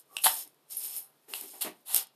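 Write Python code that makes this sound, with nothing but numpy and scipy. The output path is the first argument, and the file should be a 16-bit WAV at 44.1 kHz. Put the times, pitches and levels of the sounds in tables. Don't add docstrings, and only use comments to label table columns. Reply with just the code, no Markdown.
import sys
import numpy as np
from scipy import signal
from scipy.fft import rfft, irfft, next_fast_len
from scipy.io import wavfile

SR = 44100
rng = np.random.default_rng(int(sys.argv[2]) if len(sys.argv) > 2 else 0)


def materialize(psi):
    bounded = np.clip(np.atleast_2d(psi).T, -1, 1)
    quanta = np.round(bounded * 32767).astype(np.int16)
    wavfile.write(sys.argv[1], SR, quanta)


N = 94815

# frequency in Hz, level in dB.
GRAIN_ON_GLASS = [(90, -35), (170, -24.5), (350, -16), (800, -14.5), (1600, -21.5), (3000, -10.5),
                  (4600, -9.5), (6000, -12.5), (7500, -6.5), (10000, -4.5), (12000, -2), (14100, -4.5)]
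# frequency in Hz, width in Hz, boost in dB.
GLASS_NOTES = [(5306, 450, 10), (6535, 300, 7), (9015, 450, 12.5), (10550, 520, 3), (11060, 120, 12.5),
               (11400, 69, 10), (11530, 230, 5), (12100, 520, 11.5)]


def amp(db):
    return 10 ** (np.asarray(db) / 20)


def along(points, hz):
    freqs, values = np.transpose(points)
    return np.interp(np.log(hz + 1), np.log(freqs + 1), values)


def body(x, tone, notes=(), size=8192):
    hz = np.fft.rfftfreq(size, 1 / SR)
    boost = sum((amp(db) ** 2 - 1) / (1 + (2 * (hz - f) / width) ** 2) ** 2 for f, width, db in notes)
    gain = amp(along(tone, hz)) * np.sqrt(np.abs(1 + boost))
    cepstrum = irfft(np.log(np.maximum(gain, 1e-6)))
    cepstrum[1:size // 2] *= 2
    cepstrum[size // 2 + 1:] = 0
    ring = irfft(np.exp(rfft(cepstrum)))
    return signal.fftconvolve(x, ring / np.linalg.norm(ring))[:N]


def grains(per_s, scatter_db, bands=6, band_step_hz=3000):
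    chance = np.clip(per_s / SR, 1e-4, 1)
    sizes = amp(scatter_db * np.clip(rng.standard_normal((bands, N)), -2, 2))
    sizes *= rng.choice([-1, 1], (bands, N)) / np.sqrt(np.mean(sizes ** 2))
    hits = (rng.random((bands, N)) < chance) * sizes / np.sqrt(chance)
    size = next_fast_len(N)
    offset = np.fft.rfftfreq(size, 1 / SR) / band_step_hz - np.arange(bands)[:, None]
    band_gain = np.sqrt(np.maximum(1 - np.abs(offset), 0))
    return irfft((rfft(hits, size) * band_gain).sum(0), size)[:N]


def swells(rows):
    t = np.arange(N) / SR
    return sum(np.clip((t - start) / rise, 0, 1)
               * amp(db - 60 * np.maximum(t - start - rise - hold, 0) / fade)
               for start, db, rise, hold, fade in rows)


def blow(start, fade_s, rough_db):
    age = np.arange(N) / SR - start
    burst = (age >= 0) * amp(-60 * np.abs(age) / fade_s) * rng.standard_normal(N)
    hit = amp(rough_db) * burst / np.linalg.norm(burst)
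    hit[int(start * SR)] += 1
    return hit / np.linalg.norm(hit)


def air(level_db=-69):
    # frequency in Hz, level in dB.
    tone = [(30, -30), (90, -26), (145, 1), (200, -7), (400, -1), (900, -5.5), (1900, -13.5), (4100, -13.5),
            (6900, -20.5), (11800, -14.5)]
    return amp(level_db) * body(rng.standard_normal(N), tone)


def room_echo(x, level_db=-12.5, delay_s=0.007):
    # frequency in Hz, fade time in seconds.
    fades = [(150, 0.28), (1000, 0.22), (4000, 0.23), (12000, 0.043)]
    hz, t, noise = signal.stft(rng.standard_normal(SR // 2), SR, nperseg=256)
    tail = signal.istft(noise * amp(-60 * t / along(fades, hz)[:, None]), SR, nperseg=256)[1]
    tail *= np.arange(len(tail)) / SR > delay_s
    return amp(level_db) * signal.fftconvolve(x, tail / np.linalg.norm(tail))[:N]


def hands(bump_width_hz=166, bump_boost_db=9.5):
    # start in seconds, level in dB, rise, hold and fade in seconds, pitch in Hz.
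    bumps = [(0.453, -65, 0.0068, 0.013, 0.063, 307), (1.277, -55, 0.0092, 0.057, 0.27, 401),
             (1.414, -53.5, 0.004, 0.029, 0.23, 314), (1.531, -54, 0.0052, 0.013, 0.23, 796),
             (1.646, -38.5, 0.0018, 0.027, .13, 205)]
    rubs = [(.08, -57, 0.051, 0.047, 0.22)]
    # frequency in Hz, level in dB.
    bump_tone = [(60, -33), (115, -28), (190, -14.5), (300, -2), (420, 0.5), (490, -10), (570, -3),
                 (700, -3.5), (870, -2.5), (1300, -12), (2300, -10.5), (6000, -24.5)]
    rub_tone = [(100, -33.5), (400, -11.5), (800, -8), (980, -16.5), (1160, 6.5), (1450, -26), (5000, -30)]
    bumping = 0
    for *shape, hz in bumps:
        touch = swells([shape]) * grains(per_s=1500, scatter_db=2.5)
        bumping += body(touch, bump_tone, [(hz, bump_width_hz, bump_boost_db)])
    return bumping + body(swells(rubs) * grains(per_s=2600, scatter_db=7.5), rub_tone)


def clicks():
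    # start in seconds, level in dB.
    jar_hits = [(0.1677, -5.5), (0.1856, -15.5), (1.3371, -8)]
    grain_hits = [(.476, -28), (0.545, -43.5), (0.983, -18), (1.4111, -13), (1.621, -10.5), (1.626, -5),
                  (1.946, 4), (1.9579, -7.5), (1.9628, 3), (1.9721, -16), (1.982, -11), (2.07, -30.5)]
    # frequency in Hz, level in dB.
    clink_tone = [(100, -23.5), (1000, -5), (1600, -7), (3900, 4.5), (6200, -9.5), (12200, -3),
                  (13200, -19)]
    # frequency in Hz, width in Hz, boost in dB.
    clink_notes = [(2830, 430, 14.5), (5380, 430, 6), (8160, 1200, 13.5), (14080, 200, 15)]
    clinks = sum(amp(db) * blow(start, fade_s=0.012, rough_db=3.5) for start, db in jar_hits)
    ticks = sum(amp(db) * blow(start, fade_s=0.008, rough_db=10.5) for start, db in grain_hits)
    return body(clinks, clink_tone, clink_notes) + body(ticks, GRAIN_ON_GLASS, GLASS_NOTES)


def lid(hollow_hz=785.4, hollow_width_hz=380):
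    # start in seconds, level in dB, boost of the hollow note in dB.
    blows = [(0.2607, 2, 15.5), (0.2675, 3.5, 5), (1.337, -23.5, 0), (1.964, -23, 0)]
    # start in seconds, level in dB, rise, hold and fade in seconds.
    patter_and_rub = [(.262, -37.5, 0.0062, 0.0047, 0.08), (0.8, -67, 0.074, 0.097, 0.81),
                      (1.87, -54.5, 0.042, 0.11, 0.08)]
    # frequency in Hz, level in dB.
    tone = [(30, -26.5), (150, -22.5), (450, -14.5), (720, -2), (1200, 0), (2000, -6), (2350, -17.5),
            (3000, -13), (3900, -6), (5000, -17.5), (12000, -25.5)]
    # frequency in Hz, width in Hz, boost in dB.
    notes = [(772, 42, 12), (907, 42, 11), (1024, 34, 7), (1204, 38, 7), (1357, 30, 6), (1692, 30, 6),
             (1946, 30, 8), (2082, 30, 8)]
    knocks = 0
    for start, db, hollow_db in blows:
        hit = amp(db) * blow(start, fade_s=0.009, rough_db=-10)
        knocks += body(hit, tone, notes + [(hollow_hz, hollow_width_hz, hollow_db)])
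    return knocks + body(swells(patter_and_rub) * grains(per_s=3100, scatter_db=4), tone, notes)


def heap_landing():
    # start in seconds, level in dB, rise, hold and fade in seconds.
    landings = [(.236, -24.5, 0.003, 0.0056, 0.1), (.2405, -21.5, 0.005, 0.028, 0.12),
                (1.338, -39.5, 0.0095, 0.017, 0.31), (1.608, -28.5, 0.0057, 0.0089, 0.15),
                (1.852, -38, 0.057, 0.04, 0.05), (1.957, -30, 0.009, 0.0099, 0.14)]
    # frequency in Hz, level in dB.
    tone = [(150, -44), (450, -23.5), (780, -5.5), (1400, -13), (2300, -13), (2900, -3), (4200, -3),
            (5900, -15), (7000, -9), (8200, -3.5), (9600, -2), (11000, 4), (12000, 6), (12800, -4),
            (14300, -7.5)]
    return body(swells(landings) * grains(per_s=7000, scatter_db=8), tone)


def sliding_rice(level_db=-0.5, grip_damping_db=2):
    # time in seconds, level in dB.
    tip = [(0.0, -50), (0.044, -82), (0.186, -47.5), (0.206, -50.5), (0.234, -39.5)]
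    settle = [(0.29, -31.5), (0.357, -34.5), (0.425, -38), (0.446, -51), (0.569, -87)]
    turn_back = [(0.66, -82), (0.696, -57.5), (0.708, -40.5), (0.73, -39), (0.76, -42.5), (0.79, -41),
                 (0.852, -35), (0.898, -41.5), (0.98, -38), (1.11, -78)]
    tilt = [(1.265, -72), (1.296, -47.5), (1.354, -43), (1.6, -50)]
    recoil = [(1.652, -39.5), (1.742, -68), (1.808, -68.5)]
    shake = [(1.842, -81.5), (1.859, -62.5), (1.924, -37.5), (1.964, -24), (2.029, -41.5), (2.05, -59),
             (2.098, -87)]
    # start in seconds, level in dB, rise, hold, fade in seconds.
    tinkles = [(.216, -41.5, 0.0027, .02, 0.077), (.7675, -32.5, .001, 0.015, 0.094),
               (.955, -36.5, 0.0062, 0.011, 0.23)]
    # frequency in Hz, level in dB.
    tinkle_tone = [(5000, -58.5), (9800, -30), (10500, -6), (11100, -13), (11900, -10), (13000, -29),
                   (15000, -46)]
    t = np.arange(N) / SR
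    times, levels = np.vstack([tip, settle, turn_back, tilt, recoil, shake]).T
    flow_db = np.interp(t, times, levels)
    hits_per_s = 7000 * amp(0.2 * (flow_db + 40))
    patter = amp(flow_db + level_db) * grains(hits_per_s, scatter_db=9.5)
    gripped = t > tilt[0][0]
    damped_notes = [(hz, width, boost - grip_damping_db) for hz, width, boost in GLASS_NOTES]
    free = body(patter * ~gripped, GRAIN_ON_GLASS, GLASS_NOTES)
    held = body(patter * gripped, GRAIN_ON_GLASS, damped_notes)
    tinkle = body(swells(tinkles) * grains(per_s=7000, scatter_db=3.5), tinkle_tone, GLASS_NOTES)
    return free + held + tinkle


def scene():
    jar = sliding_rice() + heap_landing() + lid() + clicks() + hands()
    return (jar + air() + room_echo(jar))[None]


def record(dry):
    full_until_hz, silent_from_hz = 14100, 15350
    size = next_fast_len(N + SR // 2)
    gain = np.interp(np.fft.rfftfreq(size, 1 / SR), [full_until_hz, silent_from_hz], [1, 0]) ** 2
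    return irfft(rfft(dry, size) * gain, size)[..., :N]


dry = scene()
out = record(dry)
materialize(out)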